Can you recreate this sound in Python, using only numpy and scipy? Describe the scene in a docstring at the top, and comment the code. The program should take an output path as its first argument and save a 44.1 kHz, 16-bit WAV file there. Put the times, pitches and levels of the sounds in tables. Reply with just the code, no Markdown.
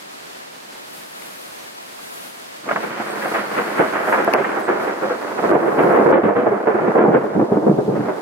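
"""Steady rain over a wooded yard: filtered noise that swells in the treble, with small ringing taps on leaves.
A dull drop plops close by; then nearby lightning tears open with a crackle, and a tick and a sharp slap follow.
The thunder swells and deepens into booms: bends of the channel send bursts of shock waves, side-on stretches
send single knocks, and weaker shocks roll between; far ones are dulled, and trees and roofs scatter the sound.
A gain control ducks the rain under the heaviest thunder."""
import sys
import numpy as np
from scipy import signal
from scipy.fft import rfft, irfft
from scipy.io import wavfile
from scipy.ndimage import uniform_filter1d, minimum_filter1d

SR = 44100
rng = np.random.default_rng(int(sys.argv[2]) if len(sys.argv) > 2 else 0)


def transcribe(u):
    """Save the signal u as a 16-bit wav file named by the first command-line argument.

    u: samples, shape (n,) or (channels, n), limited to [-1, 1]; the rate is SR.
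    q: integer samples, one column per channel.
    """
    v = np.clip(np.atleast_2d(u).T, -1, 1)
    q = np.round(v * 32767).astype(np.int16)
    wavfile.write(sys.argv[1], SR, q)


N = 362061
TIME = np.arange(N) / SR  # seconds

# colour of the thunder: pitch_hz, level_db (per Hz)
THUNDER_TONE = [(25, -37), (48, -40), (70, -28), (95, -23), (130, -9.5), (172, -6.5), (208, 1), (255, -3.5),
                (335, 3), (500, 1), (700, -2), (900, -6.5), (1500, -12.5), (2200, -23.5), (3200, -40),
                (5500, -70.5)]
# how much thunder arrives from the sides: pitch_hz, side_minus_mid_db
THUNDER_SIDES = [(30, -4), (65, -10.5), (140, -14.5), (280, -6), (550, -2), (1200, -1), (3000, -1.5)]

PORT_LAG = 5  # travel time between the two microphone ports, in samples
SWING_S = 7.0  # from this time on, thunder reaches the left port first


def undb(db):
    """Turn decibels into a gain."""
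    return 10 ** (np.asarray(db) / 20)


def unit(x):
    """Scale a sound to an average (rms) strength of 1."""
    return x / np.sqrt(np.mean(x ** 2) + 1e-18)


def curves(table):
    """Draw each column of a table as a curve over time, one value per sample."""
    s, *columns = np.transpose(table)
    return [np.interp(TIME, s, column) for column in columns]


def bin_pitches(n):
    """The pitch in Hz of each bin of an n-point transform."""
    return np.arange(n // 2 + 1) * SR / n


def spectrum_db(points, n):
    """Draw a tone colour through a few points, one level per bin of an n-point transform."""
    hz, db = np.transpose(points)
    return np.interp(np.log(bin_pitches(n) + 1), np.log(hz), db)


def colour(x, db):
    """Filter with the given gain per bin, never ahead of the sound, so that attacks stay sharp."""
    n = len(x)
    cepstrum = irfft(np.log(undb(db)), n)
    # folding the second half onto the first makes the filter minimum-phase
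    cepstrum[1:n // 2] *= 2
    cepstrum[n // 2 + 1:] = 0
    return irfft(rfft(x) * np.exp(rfft(cepstrum)), n)


def below(x, hz, order=4):
    """Keep the part of a sound under a frequency, without delaying it."""
    low_pass = signal.butter(order, min(hz, .45 * SR), fs=SR, output="sos")
    return signal.sosfiltfilt(low_pass, x)


def walk(rate):
    """Smooth random drift with a spread near 1, taking a new value `rate` times a second."""
    k = int(SR / rate)
    steps = np.repeat(rng.standard_normal(N // k + 1), k)
    return 1.23 * uniform_filter1d(steps, k)[:N]


def impacts(n, rate, spread_db):
    """Randomly timed impulses, `rate` a second on average: many small ones, a few large."""
    chance, size, sign = rng.random((n, 3)).T
    strength = undb(spread_db * np.minimum(-np.log(1 - size), 4))
    return (chance < rate / SR) * np.sign(sign - .5) * strength


def rain():
    """A wash of distant drops is noise plus random impulses; its finest spray swells more on the left."""
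    # colour of the rain: pitch_hz, level_db (per Hz)
    rain_tone = [(25, -26), (70, -16.5), (120, -6.5), (200, 2.5), (330, 2.5), (660, 1), (1100, -0.5),
                 (1700, -1), (3700, -5.5), (4550, -5.5), (5400, -8), (9000, -10), (11700, -11),
                 (15500, -18.5)]
    # how wide the rain is: pitch_hz, side_minus_mid_db
    rain_sides = [(60, 1.5), (110, -7), (200, -6), (380, 4.5), (700, 9), (1290, 6), (2380, 3.5), (4400, 3),
                  (8120, -0.5), (15000, -1.5)]
    # moments when the sizzle swells: middle_s, half_length_s, swell_db (before each side's share below)
    swell_list = [(0.948, 0.068, 5.5), (1.33, 0.39, 7), (2.166, 0.26, 8.5), (2.848, 0.045, 4.5),
                  (3.232, 0.19, 7), (3.692, 0.28, 6), (4.104, 0.046, 6.5), (4.604, 0.013, 8),
                  (4.834, 0.032, 6.5), (5.834, 0.32, 6), (6.352, 0.19, 2)]
    swell_db = sum(db * np.exp(-((TIME - s) / length) ** 2) for s, length, db in swell_list)
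    # a small share of each swell lifts the whole hiss too
    level_db = -54.5 + 0.18 * swell_db
    sizzle_db = -4 + swell_db

    def drop_noise():
        nearer = undb(-11.5) * unit(impacts(N, 900, 3.3))
        return unit(rng.standard_normal(N) + nearer) * undb(0.81 * walk(21))

    tone_db = spectrum_db(rain_tone, N)
    mid = colour(drop_noise(), tone_db)
    side = colour(drop_noise(), tone_db + spectrum_db(rain_sides, N))
    # the middle treble of the front sound sets the level
    wash = np.array([mid + side, mid - side]) / np.std(below(mid, 7520) - below(mid, 4740))
    hiss = below(wash, 8500)
    # both sides rest about 1.8 dB under the wash's own treble; the left follows the swells far more
    sizzle_gain = undb(np.array([1.07 * sizzle_db + 2.5, 0.32 * sizzle_db - .5]))
    sizzle = (wash - hiss) * sizzle_gain
    return (hiss + sizzle) * undb(level_db)


def patter(size=700):
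    """Single drops tap the nearest leaves: short ringing tones, each with its own pitch, strength and place."""
    taps_per_s, softest_db = 70, -41.5
    low_hz, high_hz, ring_cycles = 920, 6000, 3.1
    out, t = np.zeros((2, N + size)), np.arange(size) / SR
    for when, pitch, strength, place in rng.random((int(taps_per_s * N / SR), 4)):
        hz = low_hz * (high_hz / low_hz) ** pitch
        ring = np.sin(2 * np.pi * hz * t) * np.exp(-hz * t / ring_cycles)
        tap = ring * undb(softest_db + 10 * strength ** 3)
        start = int(when * N)
        out[:, start:start + size] += np.sqrt([[1 - place], [place]]) * tap
    return out[:, :N]


def drops(size=2048):
    """Drops strike nearby or on the housing by the left port: clicks and brief noise through resonances."""
    # strokes of the drops: a dull plop nearby, a tick, then one sharp slap in three strokes:
    # start_s, peak_db (of each stroke alone, at the left port), brightness_db_per_decade
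    stroke_list = [(1.221, -27, -26), (4.2465, -17, 20), (4.3363, -6, 4), (4.3374, -1, -4),
                   (4.3405, -9, 15)]
    # the housing's broad resonances, which colour every stroke: pitch_hz, level_db (per Hz)
    housing_tone = [(150, -50), (500, -28), (1600, -19), (2050, -4), (2350, 6), (2750, -5), (3300, -12),
                    (3950, -30), (4600, -12), (6200, -18), (7400, -39), (8800, -44), (9700, -25),
                    (11200, -19), (13400, -25), (15500, -46)]
    out, t = np.zeros(N), np.arange(size) / SR
    decades = np.log10(np.clip(bin_pitches(size), housing_tone[0][0], None))
    for s, db, bright_db in stroke_list:
        push = undb(-15) * rng.standard_normal(size) * np.exp(-t / .001)
        push[0] = 1
        stroke = colour(push, spectrum_db(housing_tone, size) + bright_db * decades)
        start = int(s * SR)
        out[start:start + size] += undb(db) * stroke / np.abs(stroke).max()
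    # the right port hears it later and weaker
    return np.array([out, np.roll(out, PORT_LAG) * undb(-13)])


def pings():
    """Faint whistles and narrow bands of hiss: slow noise shifted up to a pitch, swelling and fading."""
    # narrow bands: middle_s, pitch_hz, width_hz, half_length_s, level_db (left 1.5 up, right 1.5 down)
    ping_list = [(1.6, 6000, 400, .03, -52), (3.108, 8500, 248, 0.032, -46), (3.4, 4500, 1100, 0.5, -50),
                 (4.092, 11500, 1570, .11, -48), (4.65, 8050, 250, 0.025, -45.5)]
    out = np.zeros((2, N))
    for s, hz, width_hz, length, db in ping_list:
        slow_noise = below(rng.standard_normal((2, N)), width_hz / 2, order=2)
        band = unit(slow_noise * np.sin(2 * np.pi * hz * TIME))
        out += undb(db) * np.exp(-((TIME - s) / length) ** 2) * band
    return out * undb(np.array([[1.5], [-1.5]]))


def shocks(n, rate, spread_db, size=700):
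    """Impulses of very uneven size whose summed strength stays steady from moment to moment."""
    x = impacts(n, rate, spread_db)
    return x / np.sqrt(np.abs(uniform_filter1d(x ** 2, size=size)) + 1e-4)


def air(x, boom_db, crackle_db):
    """Long paths leave the boom; short ones keep the crackle and its tearing edge as well."""
    # how far each band follows the two levels: upper_edge_hz, boom_share, crackle_share (plain factors)
    air_bands = [(90, 0, 0.23), (149, 0.87, -0.57), (227, 1, -0.14), (530, 0.12, 0.16), (1055, 0, 0.41),
                 (1790, 0.071, 1.17), (2770, 0.072, 1.53), (9300, 0.82, 1.63)]
    out, lower = 0, 0
    for hz, boom_share, crackle_share in air_bands:
        upper = below(x, hz, order=3)
        out = out + (upper - lower) * undb(boom_share * boom_db + crackle_share * crackle_db)
        lower = upper
    return out


def ports(mid, side, lag=PORT_LAG):
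    """Two microphone ports: the left one lags by a few samples and the right is a little louder."""
    left = np.roll(mid + side, lag) * undb(-.65)
    right = (mid - side) * undb(.65)
    return np.array([left, right])


def lag_at(s):
    """Samples by which the left port trails; negative once the thunder has swung to the left."""
    return PORT_LAG if s < SWING_S else -PORT_LAG


def roll():
    """Countless weaker shocks from the rest of the channel, arriving in clumps."""
    # the roll between the bursts: time_s, level_db (drifting around this), boom_db, crackle_db
    roll_points = [(2.63, -39, 14, 10), (2.68, -30, 8, 7), (2.93, -29, 12.5, 11), (3.09, -29.5, 6, 11.5),
                   (3.14, -26.5, 7.5, 8.5), (3.44, -27, 5, 12), (3.72, -25.5, 7, 10),
                   (4.02, -24.5, 2, 10.5), (4.3, -22.5, -1, 8.5), (4.46, -21, 4, 9.5),
                   (4.53, -24.5, 1, 9.5), (4.63, -22, -5, 7.5), (4.92, -22.5, -2, 7), (4.99, -27, -4, 8.5),
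                   (5.1, -25, 2, 8), (5.21, -27, -3, 6.5), (5.36, -26.5, 3, 4.5), (5.49, -15.5, 0, 2.5),
                   (5.56, -13, -1, 2), (5.75, -13, -6, 1.5), (5.95, -11.5, -9, 3), (6.15, -7, -5, -3.5),
                   (6.21, -10, -5.5, 4), (6.33, -12, -6, 3.5), (6.62, -12.5, -8, 2), (6.92, -11, -16, 4),
                   (7.15, -7.5, -7, -3.5), (7.22, -14, 2, -0.5), (7.31, -16.5, 3, 0.5),
                   (7.47, -14, -4, -4.5), (7.74, -15.5, -2, -12), (7.85, -19, 4, -10),
                   (7.95, -16, 12, -6.5), (8.05, -16, 6, -0.5), (8.2, -24, -4, 1.5)]
    db, boom_db, crackle_db = curves(roll_points)
    direct_db = spectrum_db(THUNDER_TONE, N)
    scattered_db = direct_db + spectrum_db(THUNDER_SIDES, N)
    clumps = undb(1.5 * walk(70))
    mid = air(colour(shocks(N, 1700, 0.49) * clumps, direct_db), boom_db, crackle_db)
    side = air(colour(shocks(N, 3000, 4.1) * clumps, scattered_db), boom_db, crackle_db)
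    # dividing by the running strength lets the level curve alone set the loudness
    strength = np.sqrt(uniform_filter1d(mid ** 2, size=1800) + 1e-12)
    arrived = np.clip((TIME - roll_points[0][0]) / 0.007, 0, 1)
    swung = np.clip((TIME - SWING_S) / .1, 0, 1)
    heard = (1 - swung) * ports(mid, side) + swung * ports(mid, side, -PORT_LAG)
    lumpy_db = db + 1.1 * walk(30)
    return heard * arrived * undb(lumpy_db) / strength


def claps(size=8192, count=400):
    """Each burst is a crowd of shocks, densest near its front; scattered copies come from the sides."""
    # the strongest bursts: start_s, level_db, length_s, boom_db, crackle_db, pitch_hz
    burst_list = [(2.685, -22, 0.027, -8, 16.5, 720), (2.709, -21, 0.025, 7, 11, 676),
                  (2.757, -23.5, 0.025, -8, 9.5, 650), (2.83, -27, 0.018, -2, 8, 477),
                  (2.997, -25, 0.025, 9, 9, 730), (3.215, -28, 0.029, 7, 20.5, 580),
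                  (3.255, -24, 0.018, 1, 12, 715), (3.313, -25.5, 0.021, -5, 6, 650),
                  (3.339, -20.5, 0.047, 3, 14.5, 626), (3.379, -26, 0.043, 13, 11.5, 610),
                  (3.571, -21, 0.041, 6, 10.5, 506), (3.791, -12.5, 0.035, 3, 6, 430),
                  (3.831, -22, 0.051, -1, 8, 660), (3.944, -23.5, 0.047, -1, 14, 667),
                  (4.075, -20, 0.037, -5, 8, 630), (4.123, -16, 0.037, -14, 16, 850),
                  (4.175, -19.5, 0.041, 0, 10, 510), (4.274, -12.5, 0.018, -3, 7.5, 680),
                  (4.335, -9, 0.028, -8, 6, 640), (4.379, -16, 0.038, 3, 7, 390),
                  (4.441, -20.5, 0.026, -2, 18, 840), (4.566, -18.5, 0.029, -3, 6, 730),
                  (4.678, -16, 0.064, -4, 7, 360), (4.87, -21.5, 0.043, 0, 8.5, 470),
                  (5.019, -19, 0.058, -6, 1, 536), (5.095, -19, 0.041, 0, 7.5, 510),
                  (5.263, -28, 0.059, -7, 8.5, 600), (5.377, -21, 0.023, -12, 9.5, 737),
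                  (5.431, -14.5, 0.023, -16, 3, 435), (5.513, -5.5, 0.028, -2, -1, 370),
                  (5.548, -4, 0.023, -2, -2.5, 389), (5.616, -15, 0.06, -7, -1, 356),
                  (5.779, -10, 0.055, 8, 3.5, 363), (5.839, -11.5, 0.078, 1.5, -4.5, 395),
                  (5.899, -13, 0.033, -14, 4, 395), (5.93, -12, 0.059, 5, 1.5, 484),
                  (5.984, -5, 0.033, 1, 0, 444), (6.058, -6, 0.028, -3, 0.5, 357),
                  (6.122, 4.5, 0.052, 3, 2, 530), (6.164, -1, 0.026, -10, -6.5, 368),
                  (6.231, -1, 0.046, 10, -0.5, 435), (6.281, -3, 0.048, -5, -1, 463),
                  (6.353, -4, 0.087, 7.5, 1, 485), (6.458, -1.5, 0.029, 2, -3, 650),
                  (6.501, -5.5, 0.054, -2, -2, 399), (6.668, -3.5, 0.041, -4, 1.5, 450),
                  (6.741, -5.5, 0.025, -3, -2.5, 390), (6.799, -13.5, 0.091, 11, -0.5, 353),
                  (6.876, -6.5, 0.029, 7, -2.5, 496), (6.95, -3, 0.052, -10, -3.5, 467),
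                  (6.979, -1.5, 0.06, -1, 2, 438), (7.037, -1, 0.038, -5, -6.5, 342),
                  (7.077, -3.5, 0.04, 2, -8.5, 325), (7.122, -3.5, 0.056, 2.5, -3, 480),
                  (7.14, -0.5, 0.042, 5.5, -0.5, 380), (7.232, -10.5, 0.04, -7, -7, 430),
                  (7.351, -7.0, 0.063, 10, -10, 302), (7.393, -1, 0.012, 7, -6.5, 300),
                  (7.412, -0.5, 0.023, -5, -15, 321), (7.515, -10, 0.061, 8.5, -9, 422),
                  (7.559, -8.5, 0.023, -1, -8.5, 310), (7.624, -11.5, 0.027, 0, -15, 320),
                  (7.662, -5, 0.041, 4, -12, 530), (7.697, -5.5, 0.027, 7, -16.5, 307),
                  (7.772, -9.5, 0.043, 0, -11.5, 403), (7.874, -11, 0.045, 2, -16, 447),
                  (7.954, -13.5, 0.024, -5, -1, 331), (7.983, -15, 0.033, 18, -4.5, 308),
                  (8.081, -13, 0.026, -18, -0.5, 610)]
    rise_s = 0.002665
    pitch_db, pitch_octaves = 6.5, 0.13  # how far the pitch stands out, and over what half width
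    out, t = np.zeros((2, N + size)), np.arange(size) / SR
    direct_db = spectrum_db(THUNDER_TONE, size)
    # bursts come a little more from the front than the roll does
    scattered_db = direct_db + spectrum_db(THUNDER_SIDES, size) - 1.5
    hz = bin_pitches(size)
    for s, db, length, boom_db, crackle_db, pitch_hz in burst_list:
        # near, bright bursts break into single cracks; dull, distant ones are a denser crowd
        rate = 900 * undb(-.3 * crackle_db)
        crowd = np.exp(-(t / length) ** 2) * (1 - np.exp(-t / rise_s))
        front = shocks(size, rate, 2.1) * crowd
        front[int(rise_s * SR)] = 5.0  # one leading shock
        scatter = shocks(size, 2500, 3.2) * crowd
        # a bounce off the ground or a wall, with its own delay in seconds, hollows the burst
        bounce_s = rng.uniform(.0025, .011)
        bounce_db = 20 * np.log10(np.abs(1 + .45 * np.exp(-2j * np.pi * hz * bounce_s)))
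        # the shocks of one burst are about equally long, which gives it a rough pitch
        octaves_off = np.log2((hz + 1) / pitch_hz)
        own_db = bounce_db + pitch_db * np.exp(-(octaves_off / pitch_octaves) ** 2)
        # a short lead-in leaves room for the air filter, which also reaches back in time
        mid = air(np.roll(colour(front, direct_db + own_db), count), boom_db, crackle_db)
        side = air(np.roll(colour(scatter, scattered_db + own_db), count), boom_db, crackle_db)
        gain = undb(db) * np.sqrt(length * SR / np.sum(mid ** 2))
        start = int(s * SR) - count
        out[:, start:start + size] += gain * ports(mid, side, lag_at(s))
    return out[:, :N]


def knocks(size=4096, count=400):
    """A stretch of channel lying side-on arrives all at once: a sharp crack when near, a hollow thud when far."""
    # single heavy shocks: start_s, peak_db (before the ports and the pan), boom_db, crackle_db, pitch_hz
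    knock_list = [(2.713, -7, -4, 14, 650), (2.761, -6.5, -6, 21, 1000), (2.774, -14, -6, 16, 800),
                  (2.846, -18, -2, 22, 910), (3.0, -18, 3, 5, 725), (3.257, -12, -7, 8, 710),
                  (3.339, -11.5, 4, 7, 700), (3.353, -13, 1, 13, 420), (3.587, -7, 6, 14, 420),
                  (3.8, -6, 6, 5, 404), (4.278, -2.5, -4, 0, 670), (5.024, -16, -2, 4, 573),
                  (5.036, -14, 1, 7, 556), (5.554, 1, 1, -11, 390), (5.788, -3, 0, 4, 376),
                  (5.944, -3, 3, 1, 480), (5.986, -5, 8, -2, 448), (6.059, 1, 7, -5, 350),
                  (6.127, -1, -3, 2, 516), (6.188, 5.5, 2, -7, 321), (6.366, 0, 3, 4, 477),
                  (6.672, 4.5, 2, -1.5, 358), (6.987, 6, 11, 1, 440), (7.012, 3, 11, 0.5, 223),
                  (7.082, 4, 7, -5, 231), (7.148, 5, 8, 4.5, 407), (7.36, -3, 4, -13, 300),
                  (7.413, 4, 1, -4, 339), (7.519, 2, 8, -10, 432), (7.572, -0.5, 4, -6, 300),
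                  (7.667, 0.5, 7, -10, 239), (7.696, 2.5, 13, -8, 148.7), (7.787, 0.5, -2, -17, 421),
                  (7.881, -2.5, 8, -20, 400)]
    echo_db, echo_s = -26, 0.01  # scattered copies that trail each knock
    pan_db = 0.5  # extra left minus right
    out, t = np.zeros((2, N + size)), np.arange(size) / SR
    hz = bin_pitches(size)
    tone_db = spectrum_db(THUNDER_TONE, size)
    for s, db, boom_db, crackle_db, pitch_hz in knock_list:
        push = rng.standard_normal(size) * undb(echo_db) * np.exp(-t / echo_s)
        push[0] = 1
        # the duller and farther the knock, the more its pitch stands out
        octaves_off = np.log2((hz + 1) / pitch_hz)
        ring_db = (13 - 0.23 * crackle_db) / (1 + (octaves_off / .12) ** 2)
        wave = air(np.roll(colour(push, tone_db + ring_db), count), boom_db, crackle_db)
        start = int(s * SR) - count
        out[:, start:start + size] += undb(db) * ports(wave / np.abs(wave).max(), 0, lag_at(s))
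    return out[:, :N] * undb(np.array([[pan_db], [-pan_db]]) / 2)


def gain_control(x, size=44):
    """Loud bursts push the gain down at once; the longer they last, the more of that cut lingers."""
    ceiling_db = -15.5  # the cut starts here
    detector_hz, detector_s = 421, 0.013  # it hardly hears the bass, and averages over this time
    quick_db_per_s = 73  # fast release after a short peak
    charge_s, release_s = 0.018, 1.57  # the slow part builds up and lets go
    mid = np.mean(x, axis=0)
    power = (mid - below(mid, detector_hz, order=1)) ** 2
    average = uniform_filter1d(power, int(detector_s * SR))[::size]
    level_db = 10 * np.log10(np.abs(average) + 1e-12)
    step_s, quick, slow, cut_db = size / SR, 0, 0, []
    for over_db in np.maximum(level_db - ceiling_db, 0).tolist():
        quick = max(over_db, quick - quick_db_per_s * step_s)
        slow += (max(over_db - slow, 0) / charge_s - slow / release_s) * step_s
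        cut_db.append(max(quick, slow))
    return x * undb(-np.interp(TIME, TIME[::size], cut_db))


def scene():
    """Thunder over rain: all the layers added up."""
    return rain() + patter() + drops() + pings() + roll() + claps() + knocks()


def record(dry, size=300):
    """Gain control rides the thunder, a limiter rounds the peaks that remain, and the top is cut off."""
    held = gain_control(dry)
    room = np.minimum(1, .98 / (np.abs(held).max(axis=0) + 1e-9))
    gain = uniform_filter1d(minimum_filter1d(room, size=2 * size), size=size)
    gain = uniform_filter1d(gain, size=size)
    top_cut = signal.ellip(10, .2, 70, 15800, fs=SR, output="sos")  # steep low-pass at 15.8 kHz
    return signal.sosfilt(top_cut, held * gain)


dry = scene()
out = record(dry)
transcribe(out)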